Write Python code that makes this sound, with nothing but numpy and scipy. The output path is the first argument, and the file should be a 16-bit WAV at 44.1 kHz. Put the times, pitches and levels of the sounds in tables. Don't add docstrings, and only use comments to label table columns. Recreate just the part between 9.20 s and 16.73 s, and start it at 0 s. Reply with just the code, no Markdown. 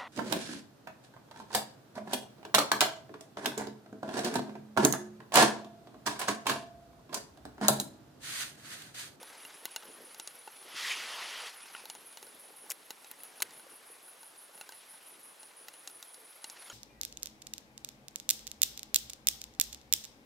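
import sys
import numpy as np
from scipy import signal
from scipy.fft import rfft, irfft
from scipy.io import wavfile
from scipy.ndimage import uniform_filter1d

SR = 44100
rng = np.random.default_rng(int(sys.argv[2]) if len(sys.argv) > 2 else 0)


def field_ratio(decibels):
    return 10 ** (np.asarray(decibels, dtype=float) / 20)


def output_pcm(signal):
    pcm = np.clip(np.atleast_2d(signal).T, -1, 1) * 32767
    wavfile.write(sys.argv[1], SR, np.round(pcm).astype(np.int16))


N = 332073
HIT_N = 1600

# (f/Hz, level/dB, t60/s)
HOLLOW_MODES = [(893, 6, 0.038), (1500, 3.5, 0.035)]
WALL_MODES = [(2062, -2.5, 0.012), (2792, 1, 0.02)]
BRIGHT_MODES = [(4087, 9, .018), (4800, 7, 0.011), (5550, -2.5, 0.032), (6810, -4.5, 0.014),
                (6930, 0, 0.02)]


def evened(x):
    return x / np.sqrt(np.mean(x ** 2) + 1e-20)


def peaked(x):
    return x / (abs(x).max() + 1e-12)


def curve(rows):
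    t_s, *columns = np.transpose(rows)
    return [np.interp(np.arange(N) / SR, t_s, column) for column in columns]


def read(points, hz):
    point_hz, value = np.transpose(points)
    return np.interp(np.log(hz + 1), np.log(point_hz + 1), value)


def resonate(x, hz, width_hz):
    turn = np.exp(2j * np.pi * np.cumsum(hz * np.ones(len(x))) / SR)
    pole = np.exp(-np.pi * width_hz / SR)
    smooth = signal.lfilter([1 - pole], [1, -pole], x / turn + 1e-18)
    return 2 * (turn * smooth).real


def band(x, lo_hz, hi_hz):
    return signal.sosfilt(signal.butter(2, [lo_hz, hi_hz], "bandpass", fs=SR, output="sos"), x)


def highpass(x, order, hz):
    return signal.sosfilt(signal.butter(order, hz, "highpass", fs=SR, output="sos"), x)


def noise(colour, same, patchy_db, flicker_db):
    frames, hz = N // 128 + 5, np.fft.rfftfreq(512, 1 / SR)
    a, b, c, d, patches = rng.standard_normal((frames, 257, 5)).T
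    patches = uniform_filter1d(patches, size=6, axis=0)
    patches = evened(uniform_filter1d(patches, size=16, axis=1))
    flicker = evened(uniform_filter1d(rng.standard_normal(frames), size=4))
    same = np.clip(same * np.ones(len(hz)), -1, 1)[:, None]
    left = a + 1j * b
    right = same * left + np.sqrt(1 - same ** 2) * (c + 1j * d)
    level_db = read(colour, hz)[:, None] + patchy_db * patches + flicker_db * flicker
    spectra = np.array([left, right]) * field_ratio(level_db)
    return evened(signal.istft(spectra, nperseg=512, noverlap=384)[1][:, :N])


def ring(modes, t):
    return sum(field_ratio(db - 60 * t / t60) * np.sin(2 * np.pi * hz * t) for hz, db, t60 in modes)


def fire():
    # (t/s, peak/dB, can hollow/dB, wall ring/dB, treble/dB, burst/ms)
    pops = [(0.0301, -30.5, -11, -20, -8, 0.66), (0.1526, -41, -20, -18, -12, 0.9),
            (0.2503, -32, -14, -4, -11, 0.9), (0.4547, -18.5, -20.5, -11, -1.5, 0.9),
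            (0.5619, -16, -20.5, -11.5, -11, 0.54), (0.633, -41.5, -2, -7, -6, 0.9),
            (0.6543, -45, -8, -18, -5, 0.9), (0.946, -31.5, -17, -16, -10, 0.9),
            (0.9987, -21.5, -22, -13.5, -21, 0.9), (1.075, -22, -46, -19, -41, 1),
            (1.2775, -38, -0.5, -3.5, -15, 1), (1.4272, -41, -15, -13, -9, 0.9),
            (1.5617, -37.5, -8, -18, -16, 0.9), (2.4568, -42, -9, -6, -11, 0.9),
            (2.5491, -44, -22, 8, -11, 0.9), (2.6552, -29.5, -13, -16, -4, 0.9),
            (2.6999, -21.5, -24, -15.5, -32, 0.62), (2.751, -33.5, -11.5, -10.5, -12, 0.9),
            (2.8744, -53, -8, -16, -6, 0.9), (2.9272, -39, -16, -12, -11, 0.9),
            (2.9725, -28.5, -18, -10.5, -12, 0.9), (3.0278, -31.5, -15.5, -11, -13, 1),
            (3.068, -37.5, -10, -17, -10, 0.77), (3.463, -46.5, -2, -12, 0, 0.9),
            (3.706, -22, -18.5, -11, -8, 0.79), (3.8452, -34.5, -14, -12.5, -16, 0.9),
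            (3.914, -31, -16, -14, 4, 1), (4.0043, -44.5, -22, -2, -8, 0.83),
            (4.0345, -33.5, -21, -15, 5, 0.9), (4.1774, -48, 0, -10, -6, 0.9),
            (4.2033, -26.5, -24, -17, -14, 0.76), (4.3077, -35, -19, -16, -9, 0.9),
            (4.396, -40.5, -7, -10, -8, 1), (4.5222, -45, -22, -23, -6, 0.9),
            (4.8799, -45, -5, -16, -7, 0.9), (5.031, -38, -7, -16, -7, 0.9),
            (5.1587, -44, -22, -21, -11, 0.9), (5.3468, -44.5, -5, -7, -8, 0.9),
            (5.3775, -42, -10, -3.5, -11, 0.9), (5.4117, -27, -14.5, -6.5, -10, 0.9),
            (5.4915, -29.5, -10.5, -31, -8, 0.67), (5.5224, -32.5, -13, -9.5, -13, 0.9),
            (5.7399, -43.5, -3, -20, -13, 0.73), (5.8317, -46, -14, -14, -5, 0.9),
            (6.2313, -34, -16, -13, -19, 0.9), (6.4841, -26, -19, -11.5, -7, 1),
            (6.5386, -37, -20, -8, -12, 0.9), (6.6753, -21.5, -44, -18, -35, 0.9),
            (6.6992, -37, -16, -22, -10, 0.9), (6.827, -26, -29, -19, -10, 0.9),
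            (6.9442, -33.5, -20, -20, -14, 0.9), (7.243, -22.5, -24.5, -12.5, -39, 1),
            (7.2994, -25.5, -22.5, -23, -32, 0.67)]
    # (t/s, peak/dB, body/dB, low knock/dB, burst/ms)
    snaps = [
        (3.4958, -34.5, -16, -3, 5.3),
        (3.5027, -19.5, -15, -24, 2.5),
        (3.5098, -20.5, -6, -25, 2.2),
        (3.5174, -18, -8, -23, 4.7),
        (4.2036, -43, 6, 4, 4.5),
        (4.2218, -12, -5, -30, 4.7),
        (4.2262, -28, -6, -6, 1.5),
    ]
    # (t/s, peak/dB, f/Hz, t60/s)
    knocks = [(0.014, -41, 493, 0.034), (0.429, -49, 467, 0.03), (0.479, -45, 1020, 0.03),
              (0.623, -43, 1290, 0.041), (0.654, -43, 496, 0.034), (0.699, -45.5, 434, 0.021),
              (0.768, -48.5, 310, 0.03), (0.805, -46, 448, 0.03), (0.819, -46, 490, 0.024),
              (0.839, -51, 358, 0.037), (0.979, -51, 514, 0.027), (0.996, -42, 1500, 0.03),
              (1.275, -37.5, 850, 0.028), (1.769, -45, 1320, 0.03), (2.639, -46, 480, 0.017),
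              (2.759, -48, 845, 0.034), (2.846, -47.5, 435, 0.03), (3.026, -46.5, 404, 0.033),
              (3.069, -47.5, 490, 0.027), (3.222, -54.5, 406, 0.034), (3.304, -48.5, 463, 0.024),
              (3.339, -49, 840, 0.033), (3.439, -47, 409, 0.023), (4.349, -53, 415, 0.028),
              (4.439, -55, 266, 0.041), (4.466, -47, 520, 0.039), (4.7, -49.5, 467, 0.033),
              (5.292, -54, 563, 0.032), (6.409, -48.5, 425, 0.024), (6.979, -53, 506, 0.03),
              (7.018, -51, 450, 0.048), (2.549, -33, 1420, 0.033), (2.55, -42, 2430, .03),
              (7.499, -32.5, 3140, 0.049), (7.501, -36, 1410, .03)]
    out = np.zeros(N + HIT_N)
    fade = signal.windows.tukey(2 * HIT_N, .3)[HIT_N:]
    for table, source in ((pops, pop), (snaps, snap), (knocks, knock)):
        for t_s, *shape in table:
            start = round(t_s * SR)
            out[start:start + HIT_N] += source(*shape) * fade
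    ticks_per_s = 45
    tick_size = field_ratio(3.8 * np.minimum(rng.exponential(1, N), 4))
    ticks = tick_size * (rng.random(N) < ticks_per_s / SR)
    tick = ring(HOLLOW_MODES + WALL_MODES + BRIGHT_MODES, np.arange(800) / SR)
    bed = field_ratio(-76) * evened(signal.oaconvolve(ticks, tick)[:N])
    hits = highpass(out[:N] + bed, 3, 220)
    right = hits + 0.045 * (np.roll(hits, shift=2) - hits)
    return np.array([hits, right]) * field_ratio(np.array([[.15], [-.15]]))


def pop(db, hollow_db, wall_db, treble_db, burst_ms):
    t = np.arange(HIT_N) / SR
    drive = cracks(t, burst_ms, scatter_db=-13, scatter_t60=.025, share=.05, first=4.0)
    detuned_t = t[:800] * (1 + 0.02 * rng.standard_normal())
    hollow, wall, upper = (peaked(np.convolve(drive, ring(modes, detuned_t))[:len(t)])
                           for modes in (HOLLOW_MODES, WALL_MODES, BRIGHT_MODES))
    bright = peaked(peaked(band(drive, 3630, 9160)) + field_ratio(-7.5) * upper)
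    treble = peaked(band(drive, 8000, 15000))
    body = field_ratio(hollow_db - 0.5) * hollow + field_ratio(wall_db) * wall
    return field_ratio(db) * (bright + body + field_ratio(treble_db + 6) * treble)


def snap(db, body_db, knock_db, burst_ms):
    t = np.arange(HIT_N) / SR
    drive = cracks(t, burst_ms, scatter_db=-13, scatter_t60=.02, share=.06, first=2.5)
    bright = band(drive, 4500, 14000)
    body = band(drive - 1.5 * bright, 1300, 4440)
    low = band(drive, 490, 1300)
    return field_ratio(db) * (peaked(bright) + field_ratio(body_db) * peaked(body) + field_ratio(knock_db) * peaked(low))


def knock(db, hz, t60):
    t = np.arange(HIT_N) / SR
    blow = np.hanning(60) * (1 + 2.3 * rng.standard_normal(60))
    modes = ring([(hz, 0, t60), (hz * 1.03, -4, t60 * 0.73), (hz * 2.13, -9, t60 * 0.54)], t)
    return field_ratio(db) * peaked(np.convolve(np.diff(blow), modes)[:len(t)])


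def cracks(t, burst_ms, scatter_db, scatter_t60, share, first):
    chance, size = rng.random(len(t)), rng.laplace(size=len(t))
    burst = size * (chance < share) * np.exp(-(t * 1000 / max(burst_ms, .05)) ** 4)
    burst[0] = first
    tail_db = scatter_db - 60 * np.maximum(t - burst_ms / 1000, 0) / scatter_t60
    return burst + field_ratio(tail_db) * rng.standard_normal(len(t))


def flame():
    # (t/s, level/dB)
    flutter = [(0.0, -57.5), (0.52, -62), (0.77, -56), (0.92, -63.5), (1.09, -64), (1.61, -62),
               (1.86, -58.5), (2.12, -62.5), (2.29, -62.5), (2.75, -62), (3.88, -65), (4.28, -56.5),
               (4.45, -62), (5.18, -68), (5.51, -67.5), (7.0, -66), (7.15, -69.5), (7.53, -61.5)]
    # (f/Hz, level/dB)
    flame_colour = [(40, -51), (100, -22.5), (220, -3), (450, 1.5), (900, -5.5), (1800, -10.5), (4000, -40)]
    return field_ratio(curve(flutter)[0] - 3.0) * noise(flame_colour, 0.86, patchy_db=3.0, flicker_db=2.0)


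def slide():
    # (t/s, level/dB, low shelf/dB, high shelf/dB)
    drag = [
        (1.44, -62, 1, -2),
        (1.544, -49, 1, -2),
        (1.568, -40.5, -15, 3),
        (1.718, -38, -14, 3.5),
        (1.76, -42.5, -1.5, 2.5),
        (2.254, -45, 4, 0),
        (2.272, -43, 2, 3),
        (2.328, -60, 4, 4),
        (2.36, -52, 1, 0.5),
    ]
    # (f/Hz, level/dB per Hz)
    drag_colour = [(180, -52), (300, -29), (431, -11), (720, -9.5), (1050, -5), (1640, -6), (1970, -2),
                   (2210, -4.5), (3020, -2), (3870, -6), (5050, -7), (8140, -17.5), (11300, -20.5),
                   (15500, -35)]
    # (t/s, f/Hz, level/dB)
    fold_path = [(1.55, 1330, -12), (1.62, 1500, -7), (1.68, 1980, 0), (1.72, 2230, 1), (1.76, 2960, -9),
                 (1.81, 2640, -14), (1.87, 2020, -9), (1.95, 1050, -5), (2.0, 1090, -6), (2.05, 2640, -13),
                 (2.15, 3050, -6), (2.22, 3430, -9), (2.3, 3000, -28)]
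    db, low_db, high_db = curve(drag)
    fold_hz, fold_db = curve(fold_path)
    rub = noise(drag_colour, .99, patchy_db=1.5, flicker_db=0.63)
    low = signal.filtfilt(*signal.butter(1, 1300, fs=SR), rub)
    high = signal.filtfilt(*signal.butter(1, 4000, "highpass", fs=SR), rub)
    fold = evened(resonate(rub[0], fold_hz, width_hz=700))
    t = np.arange(N) / SR
    fade_in = np.clip((t - drag[0][0]) / 0.031, 0, 1)
    fade_out = np.clip((drag[-1][0] - t) / 0.016, 0, 1)
    tilted = rub + (field_ratio(low_db) - 1) * low + (field_ratio(high_db) - 1) * high
    return field_ratio(db) * fade_in * fade_out * (tilted + field_ratio(fold_db - 3) * fold)


def rustle():
    # (t/s, level/dB)
    movement = [
        [(0.0, -55.5), (0.258, -55.5), (1.032, -62), (1.26, -61), (1.5, -56.5)],
        [(2.33, -57), (2.59, -54), (2.73, -62.5), (3.04, -65), (3.73, -66.5), (4.21, -60.5), (5.13, -69.5),
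         (5.65, -61.5), (5.99, -68), (7.2, -65.5), (7.41, -57.5), (7.53, -54.5)],
    ]
    # (f/Hz, level/dB)
    cloth_colour = [(300, -42), (800, -0.5), (1500, 0.5), (3000, -1), (6000, -7), (12000, -20.5),
                    (16000, -46)]
    level = field_ratio(curve(movement[0] + movement[1])[0] + 0.5)
    return level * noise(cloth_colour, 0.99, patchy_db=2.5, flicker_db=2.5)


def cricket(bouts, strokes, wing, db, spread_db, grass_t60):
    teeth_per_s, lead = 6000, 300
    t, level = np.arange(N) / SR, np.zeros(N)
    share, stroke_db = np.transpose(strokes)
    for bout in bouts:
        t_s, number = np.transpose(bout)
        at = np.interp(t, t_s, number)
        vary_db = spread_db * rng.standard_normal(64)[at.astype(int)]
        level += field_ratio(np.interp(at % 1, share, stroke_db) + vary_db) * (t > t_s[0]) * (t < t_s[-1])
    teeth = rng.standard_normal(N) * (rng.random(N) < teeth_per_s / SR)
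    driven = teeth * uniform_filter1d(level, size=120)
    lag, hz = np.arange(4096) / SR, np.fft.rfftfreq(4096, 1 / SR)
    paths = rng.standard_normal((2, 4096)) * field_ratio(-60 * lag / grass_t60)
    paths[1] = paths[0] + 0.29 * paths[1]
    tuning = sum(field_ratio(g) / (1 + (2 * (hz - f) / w) ** 2) ** 2 for f, w, g in wing)
    way = np.roll(irfft(rfft(paths) * tuning), shift=lead, axis=1)
    song = signal.oaconvolve(driven[None], way / np.linalg.norm(way[0]), axes=1)
    return field_ratio(db) * song[:, lead:N + lead] / np.sqrt(teeth_per_s / SR)


def low_cricket():
    # (t/s, chirp number)
    low_bouts = [
        [(0.001, 0), (1.355, 8), (2.2, 13), (3.193, 19), (3.53, 21)],
        [(4.0, 0), (4.664, 4), (6.029, 12), (6.53, 15), (7.56, 21)],
    ]
    # (share of chirp, level/dB)
    low_strokes = [(0, 9), (.04, 3), (.12, 1.5), (.26, -2), (.33, 6), (.5, -4.5), (.58, -2.5), (.7, -28.5),
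                   (.8, -34), (1, -12)]
    # (f/Hz, width/Hz, level/dB)
    low_wing = [(9626, 1440, 0), (10450, 810, 1.5)]
    return cricket(low_bouts, low_strokes, low_wing, db=-58, spread_db=1.04, grass_t60=0.085)


def high_cricket():
    # (t/s, chirp number)
    high_bouts = [
        [(0.021, 0), (0.37, 2), (0.59, 3), (1.259, 7), (2.799, 16), (4.15, 24), (5.822, 34), (6.155, 36)],
        [(6.63, 0), (7.57, 6)],
    ]
    # (share of chirp, level/dB)
    high_strokes = [(0, -5), (.04, 5), (.13, -3.5), (.2, -6), (.3, 0), (.35, 8), (.5, -2), (.6, -5),
                    (.8, -11), (1, -9)]
    # (f/Hz, width/Hz, level/dB)
    high_wing = [(11000, 1300, 6), (11800, 150, 7), (12640, 1400, -4)]
    return cricket(high_bouts, high_strokes, high_wing, db=-62, spread_db=-0.7, grass_t60=.05)


def night_air():
    # (f/Hz, level/dB per Hz)
    air_colour = [(18, -53), (30, -23), (48, -28), (98, -18.5), (412, -1), (626, 0.5), (880, 0.5),
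                  (1000, 0.5), (1530, -2), (1690, -2.5), (3350, -5.5), (7540, -11), (10300, -4),
                  (15700, -21.5)]
    # (f/Hz, left-right likeness)
    air_same = [(60, 0.28), (150, 0.26), (380, 0.38), (950, 0.25), (2380, 0.3), (5980, 0.93), (15000, 1)]
    same = read(air_same, np.fft.rfftfreq(512, 1 / SR))
    return field_ratio(-58.5) * noise(air_colour, same, patchy_db=0.6, flicker_db=-0.8)


def scene():
    stove = fire() + flame()
    cloth = slide() + rustle()
    crickets = low_cricket() + high_cricket()
    return stove + cloth + crickets + night_air()


def roll_off(x):
    return signal.sosfilt(signal.butter(12, 16990, fs=SR, output="sos"), x)


def record(dry):
    thin = highpass(dry, 1, 60)
    lowpass = signal.firwin(255, 16300, window=("kaiser", 9), fs=SR)
    cut = signal.oaconvolve(thin, lowpass[None], "same")
    return roll_off(cut)


dry = scene()
out = record(dry)
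output_pcm(out)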